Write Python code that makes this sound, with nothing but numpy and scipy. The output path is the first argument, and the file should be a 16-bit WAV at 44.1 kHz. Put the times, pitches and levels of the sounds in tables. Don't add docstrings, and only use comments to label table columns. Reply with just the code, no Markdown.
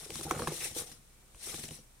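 import sys
import numpy as np
from scipy import signal
from scipy.fft import rfft, irfft, next_fast_len
from scipy.io import wavfile
from scipy.ndimage import uniform_filter1d, map_coordinates

SR = 44100
rng = np.random.default_rng(int(sys.argv[2]) if len(sys.argv) > 2 else 0)


def linear_from_db(decibels):
    return 10 ** (np.asarray(decibels, float) / 20)


def waveform_to_disk(signal):
    frames = np.transpose(np.atleast_2d(signal))
    scaled = np.clip(frames, -1, 1) * 32767
    samples = np.round(scaled).astype(np.int16)
    wavfile.write(sys.argv[1], SR, samples)


N = 88200

# time_s, level_db
ROLL_BOUTS = [
    [(0, -47), (.09, -53), (.15, -48.5), (.19, -48.5), (.225, -47.5), (.27, -48.5), (.35, -49),
     (.43, -46.5), (.5, -47.5)],
    [(.55, -40.5), (.595, -43), (.65, -36), (.73, -51.5), (.79, -34), (.855, -55.5), (.875, -52.5),
     (.93, -54.5), (1.0, -69)],
    [(1.3, -69.5), (1.39, -57), (1.44, -43), (1.488, -40.5), (1.535, -45.5), (1.62, -46), (1.70, -54.5),
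     (1.76, -51.5), (1.84, -70.5)],
]
# start_s, level_db, hold_s
DUST_FLINGS = [(0.038, -49.5, 0.018), (0.1, -46, 0.006), (0.137, -44.5, 0.061), (0.229, -41, 0.015),
               (0.293, -45, 0.0093), (0.381, -47, 0.01), (0.458, -52, 0.0071), (0.863, -51, 0.018),
               (.913, -51, 0.012), (1.493, -43.5, 0.016), (1.539, -44.5, 0.021), (1.589, -46.5, 0.0095),
               (1.631, -44, 0.013), (1.649, -46, .008), (1.679, -46.5, 0.0063), (1.705, -49.5, .008),
               (1.717, -52.5, 0.038)]
FLING_RISE_S, FLING_T60_S = 0.0027, 0.041
# frequency_hz, level_db (per Hz)
DUST_COLOUR = [(450, -9.5), (1420, -16.5), (2030, -7.5), (4130, 0), (4670, -4.5), (5660, -4.5), (9270, 2.5),
               (12500, -4.5), (15800, -13)]
# centre_hz, width_hz, boost_db
DUST_PEAKS = [(1840, 920, 6.5), (5645, 980, 7), (8860, 2200, 3)]
# frequency_hz, likeness (0 to 1)
DUST_ALIKE = [(600, 1), (1500, 0.53), (3000, 0.082), (8000, 0.018)]
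GRAINS_PER_S, GRAIN_SPREAD_DB, GRAIN_SHARE = 7000, 3.5, 0.49
SPLASH_DB, SPLASH_T60_S = -28.5, 0.063
PATCHY_DB = 2.5
FIZZ_HZ, FIZZ_GROWS, FIZZ_FROM_DB = 11000, 0.27, -40.5
DUST_LEFT_DB, BOX_LEFT_DB = 4, -0.9

# start_s, floor_thud_db, wall_knock_db, claw_tap_db,
# struck_wall_hz
BOX_CONTACTS = [(.02, -49.5, -56.5, -67, 330), (0.063, -58, -44.5, -60, 417), (.096, -53, -38, -61, 360),
                (.1045, -51, -37, -42.5, 447), (.122, -49, -44, -59, 95), (0.1564, -41, -50, -38, 900),
                (.192, -44.5, -36.5, -65, 330), (0.2107, -46, -37, -38.5, 400),
                (0.253, -40, -32, -59, 330), (.266, -41.5, -34.5, -58, 795), (.3093, -60, -40, -23, 560),
                (.3108, -40, -36, -14.5, 560), (.315, -39.5, -24.5, -53, 333),
                (.345, -50, -34.5, -46, 566), (0.364, -38, -33, -40, 200), (0.392, -62, -32.5, -32, 963),
                (0.3948, -38, -31.5, -27.5, 435), (.404, -57, -35, -57, 500),
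                (.4205, -33, -30, -27, 500), (0.437, -37, -38, -52, 300), (.4728, -60, -40, -25, 500),
                (.4739, -38, -37, -20.5, 380), (.479, -35.5, -29.5, -62, 372),
                (.519, -48, -31, -67, 456), (0.521, -52, -35, -65, 358),
                (.712, -51, -41.5, -57, 112), (.762, -53, -34, -60, 500), (.763, -62, -35.5, -58, 336),
                   (.810, -47, -41, -42.5, 500), (.888, -64, -50, -56, 790), (.665, -58, -44.5, -58, 810),
                   (.985, -54.5, -64, -67, 302), (.916, -49.5, -49.5, -50.5, 280),
                   (1.347, -62, -57, -50.5, 600), (1.471, -52, -48.5, -63, 308), (1.51, -56, -60, -58, 243),
                   (1.541, -43, -39, -43, 330), (1.59, -43.5, -41.5, -53, 288),
                   (1.638, -42.5, -40.5, -48, 398), (1.685, -50, -48, -71, 627),
                   (1.710, -40.5, -42, -47, 404), (1.786, -51.5, -52, -62, 500)]
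CONTACTS = BOX_CONTACTS
# pitch_hz, level_db, t60_s
BASE_MODES = [
    (112.8, 0, 0.061),
    (150, 5, 0.072),
    (229, 3.5, 0.054),
]
# pitch_hz, level_db, t60_s
WALL_MODES = [
    (330, -2.5, 0.15),
    (391, 3.5, 0.035),
    (500, 5.5, 0.043),
    (564, -0.5, 0.013),
    (826, 1.5, 0.032),
]
# pitch_hz, level_db, t60_s
LID_MODES = [
    (780, -15, .02),
    (1100, -1, .013),
    (1290, 0, .009),
    (1590, -6, .018),
    (2100, -4, .005),
    (3100, -9, .004),
    (4300, -9, .004),
    (5900, -9, .004),
]
# attack_s for base, walls, lid
PART_ATTACKS = [
    .004,
    .0015,
    .0003,
]
MODE_SCATTER_DB, PITCH_SCATTER = 1.5, .02
STRUCK_T60_S, NEIGHBOURS_DB = 0.045, -11

# time_s, level_db
DRAG_LEVEL = [(0, -55), (.08, -65), (.2, -61), (.33, -45), (.45, -48), (.55, -65), (.665, -49.5),
              (.72, -71), (.8, -51), (.9, -68), (1.05, -84), (1.38, -73), (1.48, -55.5), (1.6, -57.5),
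              (1.73, -63), (1.85, -92), (2, -90)]
# start_s, peak_db, centre_hz, t60_s
GRIT_TICKS = [(.012, -43, 2500, .004), (.052, -44, 4000, .008), (.1043, -31, 2500, .003),
              (.120, -42, 2500, .004), (.1563, -29, 4200, .008), (.211, -33, 4500, .005),
              (.310, -26, 5500, .006), (.3955, -36, 3800, .008), (.4732, -31, 3500, .004),
              (.479, -33, 4200, .008), (.607, -34, 3000, .012), (.916, -46, 3000, .008),
              (1.347, -50, 1800, .008), (1.543, -36, 3000, .02), (1.594, -40, 3000, .02),
              (1.637, -37, 2500, .025), (1.655, -40, 3500, .01), (1.688, -39, 3500, .01),
              (1.708, -42, 2500, .015)]
JOLT_S, JOLT_DB, JOLT_HZ, JOLT_T60_S = 1.345, -47.5, 42.4, 0.093
RATTLE_DB, RATTLE_T60_S, RATTLES_PER_S = -31, .3, 700
# time_s, level_db
CLAW_SCRAPE = [
    (0.6, -63),
    (0.612, -42.5),
    (.63, -51),
    (.66, -49),
    (.69, -60),
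]
SCRAPE_HZ, SCRAPE_WIDTH_HZ, SCRAPE_LUMPS_DB = 2290, 1230, 4

# frequency_hz, t60_s
ROOM_DECAY = [
    (150, 0.32),
    (1500, 0.27),
    (10000, 0.39),
]
ROOM_DB, DUST_ROOM_DB = -18, -10.5
# frequency_hz, level_db (per Hz)
AIR_COLOUR = [(20, -23), (40, -15), (130, -16), (300, -23), (1000, -28), (5000, -34), (8800, -28.5),
              (15800, -38)]
# frequency_hz, likeness (-1 to 1)
AIR_ALIKE = [(60, 0.74), (380, 0.29), (2380, 0.039), (15000, -0.11)]
AIR_DB = -62.5
# pitch_hz, level_db
MACHINE_HUM = [
    (31.5, -62.5),
    (63, -70),
    (126, -75.5),
    (2300, -82),
    (13830, -84),
]


def dust():
    t = np.arange(N) / SR
    bouts = [point for bout in ROLL_BOUTS for point in bout]
    level = linear_from_db(curve(bouts) + 0.32 * wobble(43.1) + 0.83 * wobble(200))
    for start, _, wall_db, tap_db, _ in CONTACTS:
        splash = linear_from_db(SPLASH_DB - 60 * np.abs(t - start) / SPLASH_T60_S)
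        level = level + (t > start) * (linear_from_db(tap_db) + linear_from_db(wall_db)) * splash
    for start, db, hold in DUST_FLINGS:
        rise = np.clip((t - start) / FLING_RISE_S, 0, 1)
        fall_db = 60 * np.maximum(t - start - hold, 0) / FLING_T60_S
        level = np.hypot(level, rise * linear_from_db(db - fall_db))

    chance, sign, size = rng.random((3, 2, N))
    size_db = np.minimum(-GRAIN_SPREAD_DB * np.log(size + 1e-9), 11)
    grains = (chance < GRAINS_PER_S / SR) * np.sign(sign - .5) * linear_from_db(size_db)
    fine = rng.standard_normal((2, N))
    pair = np.sqrt(GRAIN_SHARE) * unit(grains) + np.sqrt(1 - GRAIN_SHARE) * fine

    def colour(hz):
        peaks = sum(db / (1 + (2 * (hz - c) / w) ** 2) for c, w, db in DUST_PEAKS)
        return linear_from_db(along(DUST_COLOUR, hz) + peaks)

    hiss = spread(patchy(pair), colour, DUST_ALIKE)
    fizz = filtered(hiss, lambda hz: 1 / (1 + (FIZZ_HZ / (hz + 1)) ** 8))
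    hiss = hiss + fizz * ((level / linear_from_db(FIZZ_FROM_DB)) ** FIZZ_GROWS - 1)
    return level * hiss * pan(DUST_LEFT_DB)


def patchy(x):
    z = signal.stft(x, nperseg=256)[2]
    field = uniform_filter1d(rng.standard_normal(z.shape[1:]), size=3, axis=0)
    field = uniform_filter1d(field, size=6, axis=1)
    return unit(signal.istft(z * linear_from_db(PATCHY_DB * unit(field)), nperseg=256)[1][:, :N])


def knocks():
    out = np.zeros((2, N + SR))
    t = np.arange(SR // 4) / SR
    for start, base_db, wall_db, tap_db, struck_hz in CONTACTS:
        neighbours = [(hz, db + NEIGHBOURS_DB, t60) for hz, db, t60 in WALL_MODES]
        walls = [(struck_hz, 0, STRUCK_T60_S)] + neighbours
        parts = zip((BASE_MODES, walls, LID_MODES), (base_db, wall_db, tap_db), PART_ATTACKS)
        for modes, part_db, attack in parts:
            for hz, mode_db, t60 in modes:
                louder, sharper, side = rng.standard_normal(3)
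                lean = np.array([[0.35 * side - 1], [1 - 0.87 * side]]) * np.clip(hz / 4000, 0, .4)
                ring = np.sin(2 * np.pi * hz * (1 + PITCH_SCATTER * sharper) * t + lean)
                ring = ring * (1 - np.exp(-t / attack))
                level_db = part_db + mode_db + MODE_SCATTER_DB * louder - 60 * t / t60
                out[:, round(start * SR):][:, :len(t)] -= linear_from_db(level_db) * ring
    return out[:, :N]


def drag():
    lumps = rng.standard_normal((2, N)) * linear_from_db(9.7 * np.tanh(wobble(110)))
    box = resonances(BASE_MODES[:2] + WALL_MODES + LID_MODES[:4])
    rub = spread(lumps, box, [(100, 1.0), (600, 0.99), (1500, 0.23)])
    return linear_from_db(curve(DRAG_LEVEL)) * rub


def ticks():
    out = np.zeros((2, N + SR))
    t = np.arange(2048) / SR
    f = np.fft.rfftfreq(len(t), 1 / SR)
    for start, db, hz, t60 in GRIT_TICKS:
        burst = rng.standard_normal((2, len(t))) * linear_from_db(-60 * t / t60) * (1 - np.exp(-t / .0005))
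        burst = burst + .5 * burst[::-1]
        colour = 1j * f * hz * 0.99 / (hz * hz - f * f + 1j * f * hz * 1.28)
        tick = irfft(rfft(burst) * colour ** 2)
        tick = tick / np.abs(tick.mean(0)).max()
        out[:, round(start * SR):][:, :len(t)] += linear_from_db(db + np.array([[2], [-2]])) * tick
    after = np.maximum(np.arange(N) / SR - JOLT_S, 0)
    jolt = linear_from_db(JOLT_DB - 60 * after / JOLT_T60_S) * np.sin(2 * np.pi * JOLT_HZ * after)
    return out[:, :N] + jolt


def rattle():
    t = np.arange(N) / SR
    level = 0
    for start, _, _, tap_db, _ in CONTACTS:
        fading = linear_from_db(tap_db + RATTLE_DB - 60 * np.abs(t - start) / RATTLE_T60_S)
        level = level + (t > start + .004) * fading
    chance, force = rng.random((2, N))
    rebounds = (chance < RATTLES_PER_S / SR) * (2 * force - 1)
    response = resonances(WALL_MODES[1:] + LID_MODES[:5])
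    return filtered(rebounds * level, response) / np.std(filtered(rebounds, response))


def scrape():
    lumps = rng.standard_normal((2, N)) * linear_from_db(SCRAPE_LUMPS_DB * np.tanh(wobble(220)))
    band = lambda hz: 1 / (1 + ((hz - SCRAPE_HZ) / SCRAPE_WIDTH_HZ * 2) ** 4)
    level = linear_from_db(curve([(0, -120)] + CLAW_SCRAPE + [(1, -120)]))
    return spread(lumps, band, DUST_ALIKE) * level


def room(x):
    hz, t, z = signal.stft(rng.standard_normal((2, SR // 2)), SR, nperseg=256)
    z = z + z.mean(0) * 3 * (hz < 900)[:, None]
    decay = linear_from_db(-60 * t / along(ROOM_DECAY, hz)[:, None])
    tail = signal.istft(z * decay, SR, nperseg=256)[1]
    late = np.pad(x, ((0, 0), (200, 0)))
    return signal.fftconvolve(late, tail / np.linalg.norm(tail[0]), axes=1)[:, :N]


def air():
    t = np.arange(N) / SR
    hum = 0
    for hz, db in MACHINE_HUM:
        level = linear_from_db(db + 0.5 + 1.5 * wobble(17.0))
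        hum = hum + level * np.sin(2 * np.pi * hz * t + .5 * wobble(3.56))
    hiss = spread(rng.standard_normal((2, N)), lambda hz: linear_from_db(along(AIR_COLOUR, hz)), AIR_ALIKE)
    return hum + linear_from_db(AIR_DB) * hiss


def resonances(modes):
    def response(f):
        total = 0
        for k, (hz, db, t60) in enumerate(modes):
            damping = 1j * f * 3 / t60
            total = total + (-1) ** k * linear_from_db(db) * damping / (hz * hz - f * f + damping)
        return total
    return response


def spread(pair, gain, alike):
    turn = lambda hz: np.arccos(np.clip(along(alike, hz), -1, 1)) / 2
    mid, side = filtered(pair, lambda hz: gain(hz) * np.array([np.cos(turn(hz)), np.sin(turn(hz))]))
    return unit(np.array([mid + side, mid - side]))


def pan(left_db):
    return linear_from_db(np.array([[.5], [-.5]]) * left_db)


def filtered(x, response):
    m = next_fast_len(N + SR // 2)
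    return irfft(rfft(x, m) * response(np.fft.rfftfreq(m, 1 / SR)), m)[..., :N]


def unit(x):
    return x / np.sqrt(np.mean(x ** 2) + 1e-20)


def along(points, hz):
    f, v = np.transpose(points)
    return np.interp(np.log(hz + 1), np.log(f + 1), v)


def curve(rows):
    s, v = np.transpose(sorted(rows))
    return np.interp(np.arange(N) / SR, s, v)


def wobble(rate):
    knots = rng.standard_normal(int(N * rate / SR) + 4)
    return map_coordinates(knots, [np.arange(N) * rate / SR])


def scene():
    hiss = dust()
    box = (knocks() + drag() + ticks() + rattle() + scrape()) * pan(BOX_LEFT_DB)
    answer = room(linear_from_db(ROOM_DB) * box + linear_from_db(DUST_ROOM_DB) * hiss)
    return box + hiss + answer + air()


def roll_off(x):
    return signal.sosfilt(signal.butter(12, 16190, fs=SR, output="sos"), x)


def record(dry):
    mix = filtered(dry, lambda hz: hz < 15830)
    return roll_off(mix)


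dry = scene()
out = record(dry)
waveform_to_disk(out)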